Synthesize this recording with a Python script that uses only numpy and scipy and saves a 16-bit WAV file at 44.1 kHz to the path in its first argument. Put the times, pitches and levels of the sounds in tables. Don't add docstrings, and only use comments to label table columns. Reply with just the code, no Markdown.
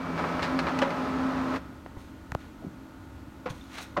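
import sys
import numpy as np
from scipy import signal
from scipy.fft import rfft, irfft, next_fast_len
from scipy.io import wavfile

SR = 44100
rng = np.random.default_rng(int(sys.argv[2]) if len(sys.argv) > 2 else 0)


def generate_wav(sig):
    pcm = np.round(np.clip(np.atleast_2d(sig).T, -1, 1) * 32767).astype(np.int16)
    wavfile.write(sys.argv[1], SR, pcm)


N = 176400
T = np.arange(N) / SR

IMPACT_CONTACTS_PER_S, IMPACT_HISS = 2500, 0.16
FIBRES_PER_S, FIBRE_HISS = 1800, 0.65


def from_db(db):
    return 10 ** (np.asarray(db) / 20)


def rms_one(x):
    return x / np.sqrt(np.mean(x ** 2) + 1e-20)


def level(rows):
    return from_db(np.interp(T, *np.transpose(rows)))


def drift(points_per_s):
    return rms_one(np.interp(T * points_per_s, np.arange(2000), rng.standard_normal(2000)))


def colour(x, spectrum, tilt_db_per_oct=0):
    size = next_fast_len(N + SR // 4)
    octave = np.log2(np.maximum(np.fft.rfftfreq(size, 1 / SR), 1))
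    hz, db = np.transpose(spectrum)
    low_cut_db = 12 * np.minimum(octave - np.log2(hz[0]), 0)
    gain = rms_one(from_db(np.interp(octave, np.log2(hz), db) + tilt_db_per_oct * octave + low_cut_db))
    cepstrum = irfft(np.log(gain), size)
    cepstrum[1:size // 2] *= 2
    cepstrum[size // 2 + 1:] = 0
    return irfft(rfft(x, size) * np.exp(rfft(cepstrum)), size)[:N]


def ring(x, hz, t60_s):
    radius, angle = from_db(-60 / (t60_s * SR)), 2 * np.pi * hz / SR
    zeros = np.sqrt((1 - radius ** 2) / 2) * np.array([1, 0, -1])
    return signal.lfilter(zeros, [1, -2 * radius * np.cos(angle), radius ** 2], x + 1e-18)


def grains(per_s, hiss):
    contacts = (rng.random(N) < per_s / SR) * rng.choice([-1, 1], N) * rng.uniform(0.51, 1, N)
    return rms_one(rms_one(contacts) + hiss * rng.standard_normal(N))


def tone(hz, wander, flutter_db):
    cycles = np.cumsum(hz * (1 + wander * drift(20))) / SR + rng.random()
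    return rms_one(np.sin(2 * np.pi * cycles) * from_db(flutter_db * drift(14)))


def bursts(rows, spectrum, per_s, hiss):
    out = np.zeros(N)
    for start_s, db, rise_s, decay_s, tilt_db_per_oct in rows:
        attack = np.clip((T - start_s) / rise_s, 0, 1)
        decay = np.exp(-np.maximum(T - start_s - rise_s, 0) / decay_s)
        out += from_db(db) * colour(attack * decay * grains(per_s, hiss), spectrum, tilt_db_per_oct)
    return out


def swell(age_s, peak_s, power=1):
    return (age_s / peak_s * np.exp(1 - age_s / peak_s)) ** power


def damped_note(start_s, db, hz, peak_s):
    age_s = np.maximum(T - start_s, 0)
    return -from_db(db) * swell(age_s, peak_s) * np.sin(2 * np.pi * hz * age_s)


def gear_train():
    # time in seconds, level in dB.
    drive_levels = [(0, -38), (.15, -35.5), (.2, -32.5), (1.5, -34), (1.565, -30.5), (1.6, -48.5),
                    (1.72, -51.5), (1.8, -56)]
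    # frequency in Hz, relative density in dB.
    gear_spectrum = [(30, -48), (70, 3.5), (115, -3), (260, 6), (370, 0), (600, -0.5), (1250, 0),
                     (1900, -8), (2600, -14), (3100, -18), (4500, -21.5), (6500, -29), (7600, -35),
                     (9200, -36), (10500, -44.5), (16000, -48)]
    # frequency in Hz, level at full drive in dB.
    gear_tones = [(204.6, -54), (333.8, -51.5), (409.1, -54), (560, -47.5), (613, -46.5), (842, -49.5),
                  (974.5, -68), (1022.6, -48.5), (1226.3, -51.5), (1299.3, -45)]
    full_drive_db = -33.5
    whine_hz, whine_width_hz, whine_at_full_db = 11830, 200, -75.5
    mesh = rms_one(rng.standard_normal(N) + 0.34 * grains(per_s=500, hiss=0))
    rattle = colour(mesh, gear_spectrum)
    tones = sum(from_db(db) * tone(hz, wander=.002, flutter_db=2) for hz, db in gear_tones)
    whine_t60_s = np.log(1000) / np.pi / whine_width_hz
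    whine = from_db(whine_at_full_db) * rms_one(ring(rng.standard_normal(N), whine_hz, whine_t60_s))
    return level(drive_levels) * (rattle + (tones + whine) / from_db(full_drive_db))


def roller_whistle(hz=2295, db=-51.5, end_s=0.66, fade_s=0.19):
    return from_db(db) * tone(hz, wander=.002, flutter_db=-0.5) * np.clip((end_s - T) / fade_s, 0, 1)


def motor_hum(stop_s=1.72):
    # time in seconds, level in dB.
    main_levels = [(0, -35.5), (.15, -38), (.185, -61), (.33, -39), (.47, -39), (.545, -27.5), (.63, -32),
                   (.68, -71), (.73, -30), (.835, -28.5), (.885, -42.5), (1.01, -36), (1.27, -28.5),
                   (1.335, -35), (1.39, -30.5), (1.555, -35), (1.6, -55)]
    low_levels = [(0, -46.5), (.17, -35.5), (.45, -41), (1.56, -45), (1.6, -55)]
    main = level(main_levels) * tone(hz=260.7, wander=0.0086, flutter_db=0.8)
    low = level(low_levels) * tone(hz=167.3, wander=0.0095, flutter_db=2)
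    return (main + low) * (T < stop_s)


def fan(rush_db=-48):
    # frequency in Hz, relative density in dB.
    rush_spectrum = [(35, -7.5), (70, 3), (125, -1.5), (155, -10.5), (275, -1.5), (400, -14), (950, -27.5),
                     (1400, -26.5), (2000, -26.5), (3000, -30), (4400, -33), (5000, -36.5), (6500, -36),
                     (10400, -42), (12000, -39.5), (16000, -45.5)]
    # frequency in Hz, level in dB.
    fan_tones = [(70, -56.5), (179, -62), (223, -60.5), (268, -54), (316, -57), (899, -66), (1442.5, -64.5)]
    rush = from_db(rush_db) * colour(rng.standard_normal(N), rush_spectrum)
    return rush + sum(from_db(db) * tone(hz, wander=.004, flutter_db=1.8) for hz, db in fan_tones)


def clutch_clacks():
    # start in seconds, level in dB, rise and decay in seconds, tilt in dB per octave.
    clacks = [(.176, -30.5, 0.0014, 0.011, -0.5), (.19, -29, 0.0032, 0.012, -3.5),
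              (.239, -27, 0.0017, 0.013, -5), (.393, -29, 0.001, 0.014, -3),
              (.422, -27.5, 0.0022, 0.029, 2), (.59, -21.5, 0.00045, 0.0085, 1.5),
              (.667, -25.5, 0.0018, 0.032, -3), (.905, -32.5, 0.0013, 0.0056, 1),
              (1.559, -35.5, 0.0026, 0.008, 1.5), (1.8615, -35.5, 0.00049, 0.0031, -7.5)]
    # frequency in Hz, relative density in dB.
    clack_spectrum = [(100, -20), (400, -7), (800, 2), (1500, 1.5), (2300, -3.5), (2750, -6), (3200, -12),
                      (4300, -11), (8000, -31), (16000, -50)]
    return bursts(clacks, clack_spectrum, IMPACT_CONTACTS_PER_S, IMPACT_HISS)


def case_knocks(direct_db=-3.5, cycles_to_peak=3.45):
    # start in seconds, force in dB, rise and decay in seconds, tilt in dB per octave,
    # note pitch in Hz, note level in dB.
    knocks = [(.7888, -21, 0.00034, 0.0066, 4, 853, -28.5), (.8175, -21.5, 0.001, 0.0087, 2, 2940, -23.5),
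              (.821, -20, 0.0031, 0.015, 0.5, 552, -18), (1.967, -37.5, 0.0014, 0.0034, -5.5, 560, -48),
              (3.457, -30, 0.0038, 0.021, 0, 501, -29), (3.9652, -24, 0.0092, 0.0067, .5, 1056, -24),
              (3.974, -26.5, 0.0024, 0.018, -4, 584, -23.5)]
    # frequency in Hz, relative density in dB.
    case_spectrum = [(70, -20), (200, -3), (550, 0), (1100, -1.5), (1700, -4.5), (3000, -13), (6000, -29),
                     (16000, -60.5)]
    # frequency in Hz, level relative to the force in dB, T60 in seconds.
    case_modes = [(190, -13, 0.092), (338, -23, 0.19), (755, -15.5, 0.05), (976, -14.5, 0.13),
                  (1081, -15, 0.28), (1390, -16.5, 0.029), (1980, -22, 0.049)]
    out = np.zeros(N)
    for *blow, note_hz, note_db in knocks:
        force = bursts([blow], case_spectrum, IMPACT_CONTACTS_PER_S, IMPACT_HISS)
        modes = sum(from_db(db) * rms_one(ring(force, hz, t60_s)) for hz, db, t60_s in case_modes)
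        note = damped_note(blow[0], note_db, note_hz, cycles_to_peak / note_hz)
        out += from_db(direct_db) * force + np.std(force) * modes + note
    return out


def paper_slide(slips_per_s=300, slip_spread_db=1):
    # start in seconds, level in dB, rise and decay in seconds, tilt in dB per octave.
    rubs = [(1.96, -60, 0.04, 0.087, 2.5), (2.37, -55, 0.044, 0.074, -2.5), (3.492, -43, 0.012, 0.015, 1),
            (3.52, -59, .03, 0.33, 2.5), (3.69, -44.5, 0.055, 0.077, -1),
            (3.765, -38.5, 0.021, 0.026, -1.5), (3.805, -44.5, 0.023, 0.016, 4)]
    # frequency in Hz, relative density in dB.
    paper_spectrum = [(150, -19), (600, -2), (1450, 2), (2400, 2.5), (2900, -1), (4150, 0), (4800, -8),
                      (6500, -6), (7500, -14), (9200, -11.5), (10400, -18.5), (16000, -24)]
    # start in seconds, level in dB, pitch in Hz, time to peak in seconds.
    squeaks = [(3.499, -44, 3500, 0.0026), (3.611, -46, 3570, 0.0021)]
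    grip = np.interp(T * slips_per_s, np.arange(N), rng.standard_normal(N))
    slip_gain = rms_one(from_db(-slip_spread_db * grip))
    friction = bursts(rubs, paper_spectrum, FIBRES_PER_S, FIBRE_HISS)
    return slip_gain * friction + sum(damped_note(*row) for row in squeaks)


def soft_thuds():
    # start in seconds, level in dB, pitch in Hz, time to peak in seconds.
    thuds = [(1.971, -32, 72.5, 0.0034), (2.621, -44, 645, 0.0044), (2.642, -35, 227, 0.01),
             (2.665, -31, 185, 0.0057), (3.505, -25.5, 120, 0.0024)]
    # start in seconds, level in dB, rise and decay in seconds, tilt in dB per octave.
    scuffs = [(2.624, -37, 0.018, 0.025, 0)]
    # frequency in Hz, relative density in dB.
    scuff_spectrum = [(110, -5), (300, 0), (700, -20.5), (16000, -100)]
    scuff = bursts(scuffs, scuff_spectrum, FIBRES_PER_S, FIBRE_HISS)
    return sum(damped_note(*row) for row in thuds) + scuff


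def close_clicks(sweep_hz=7720, crack_db=-42.5, hollow_hz=1800, thump_lag_s=0.0024):
    # start in seconds, chirp level in dB, end pitch in Hz, pitch fall time and time to peak
    # in seconds, leading tick in dB relative to the chirp, ring and thump levels in dB.
    clicks = [(2.3195, -27.5, 635, 0.00075, 0.0021, -10.5, -25.5, -27.5),
              (2.3493, -15.5, 430, 0.000568, .0018, -20, -32, -24)]
    out = np.zeros(N)
    for start_s, db, end_hz, fall_s, peak_s, tick_db, hollow_db, thump_db in clicks:
        age_s = np.maximum(T - start_s, 0)
        cycles = end_hz * age_s + sweep_hz * fall_s * (1 - np.exp(-age_s / fall_s))
        envelope = swell(age_s, peak_s, power=6.7) + from_db(tick_db) * swell(age_s, fall_s / 2)
        chirp = from_db(db) * envelope * np.sin(2 * np.pi * cycles)
        crack = from_db(crack_db) * swell(age_s, peak_s=0.0002) * rng.standard_normal(N)
        hollow = damped_note(start_s, hollow_db, hollow_hz, peak_s=1 / hollow_hz)
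        thump = damped_note(start_s + thump_lag_s, thump_db, hz=117, peak_s=0.0023)
        out += chirp + crack + hollow + thump
    return out


def room(x, t60_s=0.39, wet_db=-16.5, gap_s=.005):
    age_s = T[:SR // 2]
    dull_noise = signal.lfilter([1], [1, -.6], rng.standard_normal(len(age_s)))
    tail = dull_noise * from_db(-60 * age_s / t60_s) * (age_s > gap_s)
    return x + from_db(wet_db) * signal.fftconvolve(x, tail / np.linalg.norm(tail))[:N]


def scene():
    contacts = clutch_clacks() + paper_slide() + soft_thuds()
    machine = gear_train() + roller_whistle() + motor_hum() + fan()
    return (machine + room(contacts + case_knocks()) + close_clicks())[None]


def record(dry):
    cutoff_hz = 15900
    return signal.sosfilt(signal.ellip(12, .1, 80, cutoff_hz, fs=SR, output="sos"), dry)


dry = scene()
out = record(dry)
generate_wav(out)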